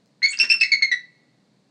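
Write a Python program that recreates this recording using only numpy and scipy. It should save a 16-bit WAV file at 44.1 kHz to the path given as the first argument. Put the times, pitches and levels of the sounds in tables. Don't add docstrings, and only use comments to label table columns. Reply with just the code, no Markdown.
import sys
import numpy as np
from scipy import signal
from scipy.fft import rfft, irfft
from scipy.io import wavfile

SR = 44100
rng = np.random.default_rng(int(sys.argv[2]) if len(sys.argv) > 2 else 0)


def inscribe(sig):
    pcm = np.round(np.clip(np.atleast_2d(sig).T, -1, 1) * 32767)
    wavfile.write(sys.argv[1], SR, pcm.astype(np.int16))


N = 74970

# start_s, length_s, attack_s, pitch_hz, slide_hz, slide_s, sag_hz, level_db, second_harmonic_db, rasp_db
CHIRP_NOTES = np.array([ (.224, 0.041, 0.0093, 2244, -260, 0.011, 60.8, -15, -2.5, -26),
               (.3975, 0.024, 0.0029, 2727, -110, 0.01, 30, -12.5, -0.5, -20.5),
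               (.499, 0.032, 0.0015, 2707, -260, .005, 30, -12.5, -1, -23),
               (.608, 0.014, 0.0049, 2679, -280, .004, 40, -12, -2.5, -18),
               (.631, 0.0075, 0.0017, 2245, 68, 0.0042, 250, -14.5, -3.5, -20.5),
               (.7165, 0.023, 0.0036, 2203, 49.5, 0.0027, 110, -11.5, -3, -27.5),
               (.8215, .016, 0.0026, 2195, -52.5, 0.0021, 140, -12, -3, -26),
               (.914, .019, .003, 1974, 28.5, 0.0028, 70, -14, -9.5, -25)])
UPPER_HARMONICS_DB = np.array([-20, -36, -42, -48])
# freq_hz, gain_db
AIR_SPECTRUM = [(200, -30.5), (900, -22.5), (1200, -19.5), (1550, 1), (2400, 1.5), (3000, -6.5), (4400, -4),
                (6200, -6.5), (8200, -20.5), (9500, -26.5), (14000, -44)]


def chirps(t):
    release_s, sag_s = 0.005, 0.0039
    undertone_db, undertone_second_db = 9, -6
    unsteady = 1 + 0.0062 * wander(90) + 0.0079 * wander(590)
    undertone_ratio = 0.96 * (1 + 0.06 * wander(340))
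    flutter = 1 + 0.08 * wander(220)
    air = noise(AIR_SPECTRUM)
    out = np.zeros(N)
    for note in CHIRP_NOTES:
        start_s, length_s, attack_s, hz, slide_hz, slide_s, sag_hz, level_db, second_db, rasp_db = note
        on = (t >= start_s) & (t < start_s + length_s + release_s)
        age_s = t[on] - start_s
        slide = slide_hz * np.exp(-age_s / slide_s)
        sag = sag_hz * np.exp(np.minimum((age_s - length_s) / sag_s, 1))
        pitch_hz = hz + slide - sag
        phase = phase_of(pitch_hz * unsteady[on])
        gains = undb([0, second_db, *UPPER_HARMONICS_DB])
        tone = sum(gain * np.sin(k * phase) for k, gain in enumerate(gains, 1))
        low_phase = phase_of(pitch_hz * undertone_ratio[on])
        undertone = np.sin(low_phase) + undb(undertone_second_db) * np.sin(2 * low_phase)
        rasp = air[on] + undb(undertone_db) * undertone
        envelope = undb(level_db) * gate(age_s, length_s, attack_s, release_s)
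        out[on] += envelope * (tone * flutter[on] + undb(rasp_db) * rasp)
    return out


# start_s, length_s, first_hz, last_hz, level_db
THIN_TONES = np.array([ (.219, 0.0069, 1908, 2003, -26.5), (.226, .070, 3409, 3470, -49),
              (.283, 0.015, 6800, 6910, -29), (.303, .023, 7690, 8270, -29.5),
              (.330, .014, 2650, 2733, -28.5), (.372, .004, 4975, 4700, -27),
              (.388, 0.0074, 6026, 4476, -19), (.492, .008, 5850, 4223, -26.5),
              (.601, .008, 5185, 4000, -26.5)])
CUTOFF_HZ = 15700


def squeaks_and_ring(t):
    unsteady = 1 + 0.022 * wander(700)
    out = np.zeros(N)
    for start_s, length_s, first_hz, last_hz, level_db in THIN_TONES:
        pitch_hz = np.interp(t, [start_s, start_s + length_s], [first_hz, last_hz])
        phase = phase_of(pitch_hz * unsteady)
        overtone = undb(-28) * np.sin(2 * phase) * (2 * last_hz < CUTOFF_HZ)
        envelope = undb(level_db) * gate(t - start_s, length_s, attack_s=0.0017, release_s=0.003)
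        out += envelope * (np.sin(phase) + overtone)
    flutter = 1 + 0.4 * wander(600)
    return out * flutter


# start_s, length_s, level_db
HISS_PUFFS = np.array([(.315, 0.032, -44), (.375, .022, -44), (.428, 0.026, -33.5)])


def hisses(t):
    return puffs(t, HISS_PUFFS, AIR_SPECTRUM, attack_s=0.007, release_s=0.008)


# freq_hz, gain_db
THROAT_RESPONSE = [(300, -18.5), (1000, -10), (1400, 0), (4000, 0.5), (8300, -3.5), (9300, -8.5),
                   (11000, -10.5), (13500, -9.5), (15000, -23)]


def throat(voice):
    return shape(voice, THROAT_RESPONSE)


# start_s, length_s, level_db
PERCH_SCUFFS = np.array([(.305, .04, -56.5), (.380, .02, -51.5), (.430, 0.014, -35.5), (.535, 0.022, -49.5),
                (.709, .004, -51), (.812, .004, -43)])
PERCH_BUMPS = np.array([(.515, 0.054, -60), (.775, 0.025, -60.5)])
# freq_hz, gain_db
SCUFF_SPECTRUM = [(70, -40), (130, -9.5), (220, -3.5), (450, -4.5), (750, -7), (1050, 1), (1600, 6),
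                  (3000, -15), (8000, -37.5), (12000, -46.5)]
BUMP_SPECTRUM = [(60, -36), (130, -7), (240, -1), (400, -7.5), (900, -25.5), (3000, -48.5)]


def perch(t):
    scuffs = puffs(t, PERCH_SCUFFS, SCUFF_SPECTRUM, attack_s=0.003, release_s=0.014)
    bumps = puffs(t, PERCH_BUMPS, BUMP_SPECTRUM, attack_s=0.0078, release_s=0.02)
    return scuffs + bumps


def tick(t):
    start_s, length_s, level_db, centre_hz = 0.058, 0.003, -60.5, 5350
    band = [(centre_hz / 2, -20), (centre_hz, 0), (centre_hz * 2, -25)]
    return puffs(t, [(start_s, length_s, level_db)], band, attack_s=0.001, release_s=0.0026)


# delay_s, level_db
PLANK_ECHOES = np.array([(.0092, -15.5), (.0165, -10.5), (.0235, -13.5), (.038, -25)])
# freq_hz, gain_db
SLAP_SPECTRUM = [(150, -2), (1000, -0.5), (2200, -1), (4400, -3.5), (8000, -4.5), (14000, -5)]
RING_SPECTRUM = [(200, -3), (2000, -2), (4400, -2), (8000, -12), (14000, -20.5)]


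def enclosure(x, t):
    response = np.zeros(N)
    response[0] = 1
    for delay_s, level_db in PLANK_ECHOES:
        response += undb(level_db) * np.sinc((t - delay_s) * SR)
    response += reverb_tail(t, SLAP_SPECTRUM, t60_s=0.23, level_db=-6.5)
    response += reverb_tail(t, RING_SPECTRUM, t60_s=0.9, level_db=-33)
    return signal.fftconvolve(x, response)[:N]


def reverb_tail(t, spectrum, t60_s, level_db, build_s=0.0054):
    build = 1 - np.exp(-(t / build_s) ** 2)
    decay = np.exp(-np.log(1000) * t / t60_s)
    tail = noise(spectrum) * build * decay
    return undb(level_db) * tail / np.linalg.norm(tail)


# freq_hz, gain_db
RUMBLE_SPECTRUM = [(25, -34.5), (60, -27.5), (100, -24), (125, -3), (190, -2.5), (280, -6.5), (370, -13.5),
                   (520, -14), (750, -18.5), (1300, -25.5), (2000, -25.5), (3200, -30), (4300, -22.5),
                   (5300, -30.5), (8000, -35), (11000, -47.5), (16000, -65.5)]


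def outdoor_rumble():
    return undb(-62.5) * noise(RUMBLE_SPECTRUM)


def undb(db):
    return 10 ** (np.asarray(db) / 20)


def phase_of(pitch_hz):
    return 2 * np.pi * np.cumsum(pitch_hz) / SR


def shape(x, spectrum):
    freq_hz, gain_db = np.array(spectrum).T
    bins_hz = np.maximum(np.fft.rfftfreq(N, 1 / SR), 1)
    gain = undb(np.interp(np.log(bins_hz), np.log(freq_hz), gain_db))
    return irfft(rfft(x) * gain, N)


def noise(spectrum):
    y = shape(rng.standard_normal(N), spectrum)
    return y / y.std()


def wander(rate_hz):
    bins_hz = np.fft.rfftfreq(N, 1 / SR)
    lowpass = np.exp(-0.5 * (bins_hz / rate_hz) ** 2)
    y = irfft(rfft(rng.standard_normal(N)) * lowpass, N)
    return y / y.std()


def gate(t, length_s, attack_s, release_s):
    up = np.clip(t / attack_s, 0, 1)
    down = np.clip((length_s - t) / release_s + 0.5, 0, 1)
    return (np.sin(np.pi / 2 * up) * np.sin(np.pi / 2 * down)) ** 2


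def puffs(t, rows, spectrum, attack_s, release_s):
    envelope = sum(undb(level_db) * gate(t - start_s, length_s, attack_s, release_s)
                   for start_s, length_s, level_db in rows)
    return envelope * noise(spectrum)


def scene():
    t = np.arange(N) / SR
    voice = throat(chirps(t) + squeaks_and_ring(t) + hisses(t))
    direct = voice + perch(t) + tick(t)
    return (enclosure(direct, t) + outdoor_rumble())[None]


def record(dry):
    return signal.sosfilt(signal.ellip(8, 0.2, 70, CUTOFF_HZ, fs=SR, output="sos"), dry)


dry = scene()
out = record(dry)
inscribe(out)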